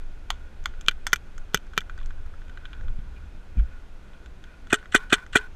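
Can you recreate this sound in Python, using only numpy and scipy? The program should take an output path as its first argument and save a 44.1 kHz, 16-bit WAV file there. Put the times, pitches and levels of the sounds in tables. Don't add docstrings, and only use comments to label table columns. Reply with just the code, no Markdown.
import sys
import numpy as np
from scipy import signal
from scipy.fft import rfft, irfft, next_fast_len
from scipy.io import wavfile
from scipy.ndimage import uniform_filter1d

SR = 44100
rng = np.random.default_rng(int(sys.argv[2]) if len(sys.argv) > 2 else 0)


def voltage_ratio(level):
    return 10 ** (np.asarray(level, float) / 20)


def master_out(mix):
    frames = np.transpose(np.atleast_2d(mix))
    ceiling = np.clip(frames, -1, 1)
    pcm = np.round(ceiling * 32767).astype(np.int16)
    wavfile.write(sys.argv[1], SR, pcm)


N = 244755
SPAN = 6144


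def rms_one(x):
    return x / np.sqrt(np.mean(x ** 2) + 1e-20)


def curve(rows):
    s, level_db = np.transpose(rows)
    return np.interp(np.arange(N) / SR, s, level_db)


def resonate(x, modes):
    out = 0
    for k, (hz, width_hz, level_db) in enumerate(modes):
        r = np.exp(-np.pi * width_hz / SR)
        b = (1 - r * r) / 2 * np.array([1, 0, -1])
        a = [1, -2 * r * np.cos(2 * np.pi * hz / SR), r * r]
        out = out + (-1) ** k * voltage_ratio(level_db) * signal.lfilter(b, a, x)
    return out


def coloured(spectrum):
    size = next_fast_len(N)
    hz = np.maximum(np.arange(size // 2 + 1) * SR / size, 1)
    points = np.array(spectrum)
    shape = voltage_ratio(np.interp(np.log(hz), np.log(points[:, 0]), points[:, 1], left=-90))
    return rms_one(irfft(rfft(rng.standard_normal(size)) * shape, size)[:N])


def flicker(rate_hz, depth_db):
    r = np.exp(-2 * np.pi * rate_hz / SR)
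    slow = signal.lfilter([1], [1, -2 * r, r * r], rng.standard_normal(N + SR))[SR:]
    return voltage_ratio(depth_db * rms_one(slow))


def swells(rows, rise_share):
    late = np.arange(0, N + 64, 64) / SR - np.array(rows)[:, :1]
    peak_db, fall_s = np.array(rows)[:, 1:2], np.array(rows)[:, 2:]
    gain = voltage_ratio(peak_db - 20 * np.maximum(late, -late / rise_share) / fall_s).sum(axis=0)
    return np.interp(np.arange(N) / 64, np.arange(len(gain)), gain)


def bursts(rows, layers, rise_s, pulse, tail_db, tail_s, hold_s=0):
    rows, t, out = np.array(rows), np.arange(SPAN) / SR, np.zeros(N + SPAN)
    rise = np.minimum(t / rise_s, 1) ** 2
    after = np.maximum(t - rise_s - hold_s, 0)
    turbulence = rng.standard_normal((len(rows), SPAN))
    dull = signal.butter(4, 7000, fs=SR)
    scatter = signal.lfilter(*dull, turbulence[:, ::-1])
    tail = scatter * voltage_ratio(tail_db - 60 * after / tail_s)
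    fade_s = np.maximum(rows[:, -1:], .005)
    sound = 0
    for modes, column, trim_db, hurry in layers:
        puff = turbulence * voltage_ratio(-60 * after * hurry / fade_s)
        push = rise * (puff + tail)
        push[:, round(rise_s * SR):][:, :3] -= pulse * np.array([.25, .5, .25])
        part = resonate(push, modes)
        top = np.sqrt(uniform_filter1d(part ** 2, size=180).max(axis=1, keepdims=True))
        relative_db = rows[:, column:column + 1] if column else 0
        sound = sound + part / top * voltage_ratio(rows[:, 1:2] + relative_db + trim_db)
    for s, one in zip(rows[:, 0], sound):
        start = round(s * SR)
        out[start:start + SPAN] += one
    return out[:N]


def cycle(shots, parts):
    return [(shot[0] + delay, *rest) for shot in shots for delay, *rest in parts]


def lasting(rows, t60_s):
    return [(*row, t60_s) for row in rows]


def struck(s, hz, level_db, t60_s):
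    t, out = np.arange(SPAN) / SR, np.zeros(N + SPAN)
    push_s = .0007
    fade = np.minimum(t / push_s, 1) * voltage_ratio(level_db - 60 * t / t60_s)
    out[round(s * SR):][:SPAN] = -np.cos(2 * np.pi * hz * (t - push_s)) * fade
    return out[:N]


# pitch in Hz, strength in dB per Hz.
RUMBLE = [(8.8, -24), (15, 13.5), (36, -4), (66, -2.5), (97, -16), (210, -33), (385, -39.5), (981, -51.5),
          (1200, -49), (1560, -58), (2640, -120)]
# time in seconds, level in dB.
BREEZE = [(0, -39), (1.2, -40), (1.85, -41), (2.0, -36), (2.4, -39), (2.72, -39), (2.82, -31), (3.1, -36),
          (3.4, -41), (3.7, -40), (3.85, -45), (4.5, -45), (4.8, -42), (5.55, -43.5)]
# peak in seconds, level in dB, time to fall 20 dB in seconds.
GUSTS = [(0.0, -35, .08), (.3, -44, .15), (.5, -39, .1), (.6, -39, .08), (.83, -36, .07), (1.05, -39, .15),
         (1.25, -38, .1), (1.41, -32, .12), (1.55, -32, .15), (1.82, -42, .15), (1.99, -27.5, .12),
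         (2.14, -35, .06), (2.38, -37, .12), (2.65, -34, .12), (2.87, -42, .1), (3.43, -42, .08),
         (3.58, -27, .08), (4.75, -40, .15), (4.96, -37, .08), (5.36, -44, .1)]
# pitch in Hz, width in Hz, level in dB.
RUBBING = [(110.2, 22, 2.5), (204, 72, -1.5), (304, 190, -7.5)]
# peak in seconds, level in dB, time to fall 20 dB in seconds.
SLIPS = [(1.84, -54, .04), (2.52, -57, .1), (2.81, -46, .1), (2.92, -42, .1), (2.99, -38, .04),
         (3.27, -54.5, .07), (3.37, -52, .1), (3.59, -31, .05), (3.7, -53, .1), (4.08, -50, .07),
         (4.37, -47, .12)]


def wind():
    rubbing = rms_one(resonate(resonate(rng.standard_normal(N), RUBBING), RUBBING))
    pressure = coloured(RUMBLE) * flicker(3.3, 0.7)
    below_45_hz = signal.butter(3, 45, fs=SR, output="sos")
    deep = signal.sosfilt(below_45_hz, pressure * swells(GUSTS, rise_share=.45))
    rumble = voltage_ratio(4.5) * (voltage_ratio(curve(BREEZE)) * pressure + deep)
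    return rumble + voltage_ratio(-4.5) * swells(SLIPS, rise_share=1.1) * rubbing * flicker(43, 2.5)


def opening_offset():
    return voltage_ratio(-35) * np.exp(-np.arange(N) / SR / .012)


# time in seconds, level in dB.
AIR = [(0.0, -56), (0.22, -67), (0.38, -53), (0.55, -64), (0.76, -51), (0.95, -66), (1.45, -58),
       (2.45, -60), (2.76, -49), (2.95, -66), (3.2, -56), (3.38, -64), (3.76, -53), (3.92, -73),
       (4.14, -55), (4.35, -74), (4.5, -51), (4.7, -68)]
# level in dB at average air, share of the air's ups and downs followed.
AIR_RANGES = [(-64, .9), (-69, .3), (-79, .1)]
AIR_FADE_DB_PER_S = [0.01, 0.3, 0.3]
# pitch in Hz, width in Hz, level in dB.
LINGER = [(1060, 250, -10), (1380, 61, -11.5), (1450, 70, 5.5)]
AIR_MID = [(2000, 810, -5.5), (2500, 110, 5.5), (3400, 420, -7)]
HISS = [(5730, 1800, 4.5), (6460, 375, 13.5), (7340, 350, 6), (8356, 1200, 0.5), (9720, 4500, -9),
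        (11600, 950, -7), (14100, 3600, -14.5)]


def air():
    mean_db = -60
    swing_db = curve(AIR) - mean_db
    t = np.arange(N) / SR - N / SR / 2
    out = 0
    layers = zip([LINGER, AIR_MID, HISS], AIR_RANGES, AIR_FADE_DB_PER_S, [1450, 2800, 6500])
    for modes, (level_db, share), fade_db, cavity_hz in layers:
        ringing = resonate(rng.standard_normal(N) * flicker(9, 1.2), modes)
        gain = voltage_ratio(level_db + share * swing_db - fade_db * t)
        out = out + gain * rms_one(resonate(ringing, [(cavity_hz, 0.824 * cavity_hz, 0)]))
    return out


# pitch in Hz, strength in dB per Hz.
SELF_NOISE = [(88, -28), (150, -1), (1190, -15), (1480, -10.5), (1690, -16.5), (2450, -20), (2810, -20.5),
              (6260, -31.5), (11700, -39.5), (14800, -48), (16000, -61.5)]


def self_noise():
    return voltage_ratio(-54.5) * coloured(SELF_NOISE)


# start in seconds, ring, then body, mid and hiss relative to ring, all in dB.
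OTHER = [
    (0.303, -17, -8, -10.5, -16.5),
    (0.6568, -16.5, -12, -16, -19.5),
    (1.0668, -16, -15, -20, -15),
]
OTHER_T60_S = [.027, .028, .034]
# pitch in Hz, width in Hz, level in dB.
BODY = [(740, 260, -1), (1100, 400, 6)]
OTHER_RING = [(1400, 260, 10.5), (2000, 600, 3)]
OTHER_MID = [(2400, 200, -3), (3080, 350, 2), (3500, 260, 4), (4180, 384, -6)]
OTHER_HISS = [(5200, 1500, 3), (6350, 350, 13), (7300, 400, 5), (8070, 400, 3), (9500, 1500, -10),
              (11800, 1200, -6), (14000, 1500, -22)]


def second_marker():
    shots = [(*shot, t60_s) for shot, t60_s in zip(OTHER, OTHER_T60_S)]
    layers = [(BODY, 2, 4.5, 1), (OTHER_RING, 0, -4.0, 1), (OTHER_MID, 3, 7.0, 1), (OTHER_HISS, 4, 3.0, 1.2)]
    return bursts(shots, layers, rise_s=.00065, pulse=14.0, tail_db=-21, tail_s=.15)


# start in seconds, ring in dB, mid and hiss in dB relative to ring.
FAR = [(0.6395, -62, 6, 12), (0.7382, -49, -5, -33), (1.6671, -50.5, -11.5, -12),
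       (1.734, -37.5, -12.5, -21.5), (1.8961, -30, -17, -27), (1.9775, -39, -20, -15),
       (1.9875, -53, 6, -12), (2.0010, -54, 5, -30), (2.0128, -46, -8, -30), (2.0294, -64, 13, -1),
       (2.0592, -49, -6, 1), (2.1061, -37, -13, -26), (2.1804, -48, -18, -21), (2.2608, -46.5, -22, -16.5),
       (2.3386, -42, -27, -25.5), (2.4174, -43, -13, -34.5), (2.4814, -51, -4, -10), (2.4952, -42, -8, -19),
       (2.5731, -35.5, -11.5, -29), (2.6534, -34.5, -2.5, -23), (2.7307, -38, -1, -24),
       (2.7494, -47, -11.5, -29), (2.8095, -40, -14, -25), (2.8814, -42, -5.5, -25), (2.9886, -54, 0, -41),
       (3.5962, -40.5, -13, -32), (4.1335, -58, 6, -28), (4.2597, -43.5, -2, -12), (4.4393, -43, -1, -11),
       (5.5069, -53, -15, -23)]
# pitch in Hz, width in Hz, level in dB.
FAR_RING = [(1144, 380, -8.5), (1518, 140, 4.5), (1975, 130, -10)]
FAR_MID = [(2410, 130, -1), (3080, 400, -0.5), (3500, 320, 1.5), (4040, 410, -7.5)]


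def far_shots():
    layers = [(FAR_RING, 0, -4.0, 1), (FAR_MID, 2, -3.0, 1), (HISS, 3, -1.5, 1.5)]
    return bursts(lasting(FAR, .036), layers, rise_s=.0005, pulse=13.0, tail_db=-26.5, tail_s=.13)


# start in seconds, pitch in Hz, level in dB, time to fade 60 dB in seconds.
PINGS = [(.738, 2000, -52, .03), (1.897, 2400, -45, .04), (1.977, 4700, -50, .02), (1.990, 1950, -47, .03),
         (2.013, 1150, -42, .03), (2.059, 4200, -52, .02), (2.107, 2400, -48, .03), (2.107, 1150, -46, .02),
         (2.482, 2500, -52, .03), (2.574, 3900, -52, .03), (2.81, 3950, -54, .02), (2.618, 1400, -50, .03),
         (1.0668, 130, -35, .03), (1.13125, 2000, -17, .03), (1.5445, 830, -25, .018),
         (2.731, 3450, -47, .025), (3.572, 120, -33, .09)]


def pings():
    return sum(struck(*ping) for ping in PINGS)


# start in seconds, ring in dB, mid and hiss in dB relative to ring,
# time to fade 60 dB in seconds.
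TICKS = [
    (0.8106, -42, -1.5, -0.5, 0.028),
    (1.3797, -36.5, -14.5, -9, 0.026),
    (1.8152, -34, -21, -22, 0.038),
    (4.6703, -41.5, -10, -18, 0.04),
    (4.8278, -38, -27, -25, 0.034),
    (4.8568, -35.5, -17, -28, 0.036),
    (5.1826, -30.5, -19, -32, 0.049),
    (5.2639, -37.5, -17, -18, 0.027),
         (0.8628, -47, 7, -1, 0.018),
]
# pitch in Hz, width in Hz, level in dB.
RING = [(1170, 586, -3), (1465.5, 162.4, 12.5), (2000, 194, 2)]
MID = [(2352, 74, 3), (3050, 275, 4), (3497, 231, 4), (4180, 384, -8)]


def ticks():
    layers = [(RING, 0, -4.0, 1), (MID, 2, -.1, 1), (HISS, 3, -.1, 1)]
    return bursts(TICKS, layers, rise_s=.00026, pulse=17.0, tail_db=-30, tail_s=.1)


# start in seconds, 1.5 kHz peak, then top, mid and hiss relative to it, in dB.
NEAR = [
    (0.8832, -14, -23, 3, -8),
    (1.1304, -10.5, -16, -10, -7),
    (1.5445, -15.5, -12, -5.5, -3),
    (1.7768, -13.5, -21, -6.5, -12),
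]
# low thump in dB, time for the crack to fade 60 dB in seconds.
NEAR_BODY = [(-31, .022), (-27, .024), (-19.5, .024), (-25, .024)]
# pitch in Hz, width in Hz, level in dB.
NEAR_EDGE = [(5300, 1500, -1), (6300, 380, 7), (7400, 500, -1), (8300, 600, -6)]
NEAR_TOP = [(9600, 600, -6), (11300, 600, -4), (12400, 380, 3), (14300, 1500, -7)]


def near_cracks():
    shots = [(*shot, body[1]) for shot, body in zip(NEAR, NEAR_BODY)]
    layers = [(RING, 0, .8, 1), (MID, 3, 3.0, 1), (NEAR_EDGE, 4, -.1, 1.05), (NEAR_TOP, 2, -.1, 1.1)]
    return bursts(shots, layers, rise_s=.00054, pulse=12.0, tail_db=-32, tail_s=.07)


# pitch in Hz, level in dB, time to fade 60 dB in seconds.
NEAR_THUMP = [(168, -1, .045), (420, 1, .035), (800, -12, .015)]


def near_thumps():
    out = 0
    for shot, (thump_db, _) in zip(NEAR, NEAR_BODY):
        for hz, level_db, t60_s in NEAR_THUMP:
            out = out + struck(shot[0], hz, thump_db + level_db, t60_s)
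    return out


# start in seconds, ring in dB, mid and hiss in dB relative to ring, time to fade 60 dB in seconds.
NEAR_RETURN = [
    (.8893, -30, 0, -10, .022),
    (1.1335, -22, -10, -3, .02),
    (1.1385, -27, -6, -12, .015),
    (1.5492, -25, -4, -5, .025),
    (1.5562, -39, 4, -4, .035),
    (1.7825, -29, -5, -12, .025),
]


def near_returns():
    layers = [(RING, 0, -3.0, 1), (MID, 2, -.1, 1), (NEAR_EDGE, 3, .1, 1)]
    return bursts(NEAR_RETURN, layers, rise_s=.0004, pulse=6.0, tail_db=-24, tail_s=.05)


# start in seconds, 1.5 kHz peak in dB, mid and hiss in dB relative, time to fade 60 dB in seconds.
NEAR_BOLT = [
    (0.9108, -34.5, -4, -16, 0.036),
    (1.1587, -29.5, -3.5, -10, 0.025),
    (1.5728, -36, 2.5, -5.5, 0.016),
    (1.8054, -45, 7, -2, 0.023),
]
# delay from the shot in seconds, then as above.
NEAR_CYCLE = [
    (-.0095, -48, 3, -10, 0.036),
]
# pitch in Hz, width in Hz, level in dB.
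NEAR_HISS = [(5650, 1300, -2), (6300, 250, 8), (7680, 1100, -5), (9300, 900, -22), (11100, 900, -16.5),
             (12520, 1200, -6.5)]


def near_parts():
    layers = [(RING, 0, -3.0, 1), (MID, 2, -.1, 1), (NEAR_HISS, 3, .1, 1)]
    parts = NEAR_BOLT + cycle(NEAR, NEAR_CYCLE)
    return bursts(parts, layers, rise_s=.0004, pulse=9.3, tail_db=-26.5, tail_s=.1)


# start in seconds, length in seconds, pitch in Hz, level in dB.
CREAKS = [
    (3.155, 0.035, 2480, -56),
    (3.575, .04, 3050, -60),
    (3.562, .06, 2400, -55),
]


def creaks():
    out = np.zeros(N)
    for s, length_s, hz, level_db in CREAKS:
        rub = rms_one(resonate(rng.standard_normal(SPAN), [(hz, 140, 0)]))
        swell = np.sin(np.pi * np.minimum(np.arange(SPAN) / SR / length_s, 1))
        out[round(s * SR):][:SPAN] += voltage_ratio(level_db) * rub * swell
    return out


# level in dB, early pitch in Hz, late pitch in Hz, fade in seconds.
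KNOCK = (-11, 43, 54, .135)


def knock():
    level_db, early_hz, late_hz, fade_s = KNOCK
    start_s = 3.5705
    t, out = np.arange(SPAN) / SR, np.zeros(N)
    hz = late_hz + (early_hz - late_hz) * np.exp(-(t / .034) ** 6)
    hz = hz + 24 * np.exp(-(t / .012) ** 4)
    fade = np.minimum(t / .022, 1) ** .4 * voltage_ratio(-60 * (t / fade_s) ** 2.6)
    out[round(start_s * SR):][:SPAN] = -voltage_ratio(level_db) * np.sin(2 * np.pi * np.cumsum(hz) / SR) * fade
    return out


# start in seconds, ring in dB, mid and hiss in dB relative to ring,
# time to fade 60 dB in seconds.
BLAST = [
    (4.7250, -13.5, -7, -10.5, 0.016),
    (4.944, -9, -11, -15, 0.034),
    (5.1231, -7.5, -7, -15.5, 0.044),
    (5.3520, -8.5, -11, -17, 0.048),
]
# delay in seconds, then as above.
OWN_CYCLE = [(-.0262, -55.5, 7, -1.5, 0.03), (-.0220, -35.5, -2.5, -12, .05), (-.0155, -46, -1, -8, .05),
             (-.009, -37, -6.5, -10.5, 0.097), (.0132, -30, -3, -8, .03), (0.0226, -39.5, 6.5, 4.5, 0.029),
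             (.0305, -39, -3.5, -2, .035), (.058, -54.5, -1, -10, 0.16)]
# pitch in Hz, width in Hz, level in dB.
SEAR_RING = [(1150, 400, -8), (1450, 200, 3), (1920, 170, 2)]
SEAR_MID = [(2450, 200, -5), (3000, 270, 3), (3500, 300, -1), (4200, 400, -8)]
OWN_HISS = [(5630, 450, -4), (6385, 550, -1), (7540, 450, 1.5), (8380, 450, -0.5), (10500, 2600, -22)]


def own_parts():
    layers = [(SEAR_RING, 0, -.1, 1), (SEAR_MID, 2, -.1, 1), (OWN_HISS, 3, -.1, 2.2)]
    return bursts(cycle(BLAST, OWN_CYCLE), layers, rise_s=.0009, pulse=3.3, tail_db=-25, tail_s=.062)


BLAST_TOP_DB = [-26, -29, -33, -33]
# pitch in Hz, width in Hz, level in dB.
OWN_TOP = [(10300, 1500, -1), (12300, 700, 1), (14000, 1200, -8)]


def own_blasts():
    shots = [(*shot[:4], top_db, shot[4]) for shot, top_db in zip(BLAST, BLAST_TOP_DB)]
    layers = [(RING, 0, -3.0, 1), (MID, 2, -.6, 1), (OWN_HISS, 3, -.1, 1.1), (OWN_TOP, 4, .9, 1.3)]
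    return bursts(shots, layers, rise_s=.004, pulse=.1, tail_db=-30.5, tail_s=.098, hold_s=.0044)


# pitch in Hz, level in dB, delay of the peak in seconds.
BARREL = [(92, -28, .005), (150, -25.5, .0042), (259, -15, .0048), (373, -15.5, .0051), (419, -32, .0126),
          (551, -21.5, .0032), (710, -24.5, 0.0062), (860, -26, .005), (1053, -24, 0.0042),
          (1490, -13, 0.0042), (1900, -18.5, 0.008), (2451, -16, 0.0051)]


def barrel():
    t, out = np.arange(SPAN) / SR, np.zeros(N + SPAN)
    shots_sing_db = [1.5, 7, 4.5, -.6]
    chance = rng.standard_normal((len(BLAST), len(BARREL), 2))
    for shot, draws, sing_db in zip(BLAST, chance, shots_sing_db):
        for (hz, level_db, peak_s), (detune, loudness) in zip(BARREL, draws):
            swell = (t / peak_s * np.exp(1 - t / peak_s)) ** 2
            crest_s = .0077 * (hz < 450)
            tone = np.cos(2 * np.pi * hz * (1 + 0.012 * detune) * (t - crest_s))
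            strength = voltage_ratio(level_db + .7 * loudness + sing_db * (1300 < hz < 1600))
            out[round(shot[0] * SR):][:SPAN] += strength * swell * tone
    return out[:N]


def tank():
    t, out = np.arange(2 * SPAN) / SR, np.zeros(N + 2 * SPAN)
    hum_hz, t60_s = 425, .17
    for shot, level_db in zip(BLAST, [-33, -36, -43, -29]):
        fade = np.minimum(t / .012, 1) * voltage_ratio(level_db - 60 * t / t60_s)
        out[round(shot[0] * SR):][:2 * SPAN] += np.sin(2 * np.pi * hum_hz * t) * fade
    return out[:N]


# start in seconds, ring in dB, then top, mid and hiss in dB relative to ring.
BOLT = [
    (4.7418, -19, -27, -6, -12),
    (4.9600, -21.5, -24, 0, -12.5),
    (5.1390, -24.5, -22, 3, -7.5),
    (5.3680, -25.5, -20, 4, -13),
]


def own_bolt():
    layers = [(RING, 0, 2.1, 1), (MID, 3, 3.9, 1), (OWN_HISS, 4, 5.0, .91), (OWN_TOP, 2, 5.0, 1.6)]
    return bursts(lasting(BOLT, .026), layers, rise_s=.00032, pulse=6.0, tail_db=-36.5, tail_s=.071)


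# first return in dB, seconds until they stop.
ECHO = [
    (-45, .125),
    (-39, .13),
    (-38, .115),
    (-38, .12),
]
# pitch in Hz, width in Hz, level in dB.
ECHO_RING = [(1050, 150, -14), (1396, 70, -9), (1490, 35, 3), (2450, 130, -19.5), (3330, 410, -31.5)]


def echoes():
    delay_s, fade_db_per_s, stop_db_per_s = .041, 120, 900
    gain = np.zeros(N)
    for shot, (level_db, stop_s) in zip(BLAST, ECHO):
        late = np.arange(N) / SR - shot[0]
        loss_db = fade_db_per_s * np.maximum(late - delay_s, 0)
        loss_db = loss_db + stop_db_per_s * np.maximum(late - stop_s, 0)
        gain += np.clip(1 + (late - delay_s) / .02, 0, 1) * voltage_ratio(level_db - loss_db)
    return gain * rms_one(resonate(rng.standard_normal(N), ECHO_RING)) * flicker(40, 2.0)


def scene():
    background = wind() + opening_offset() + air() + self_noise()
    others = second_marker() + far_shots() + pings() + ticks()
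    neighbour = near_cracks() + near_thumps() + near_returns() + near_parts()
    mount = creaks() + knock()
    own = own_parts() + own_blasts() + barrel() + tank() + own_bolt() + echoes()
    return (background + others + neighbour + mount + own)[None]


def band_limit(x):
    return signal.sosfilt(signal.butter(12, 16490, fs=SR, output="sos"), x)


def record(dry):
    rounded = 1.438 * np.tanh(dry / 1.596)
    dulled = signal.sosfilt(signal.butter(8, 15150, fs=SR, output="sos"), rounded)
    return band_limit(dulled)


dry = scene()
out = record(dry)
master_out(out)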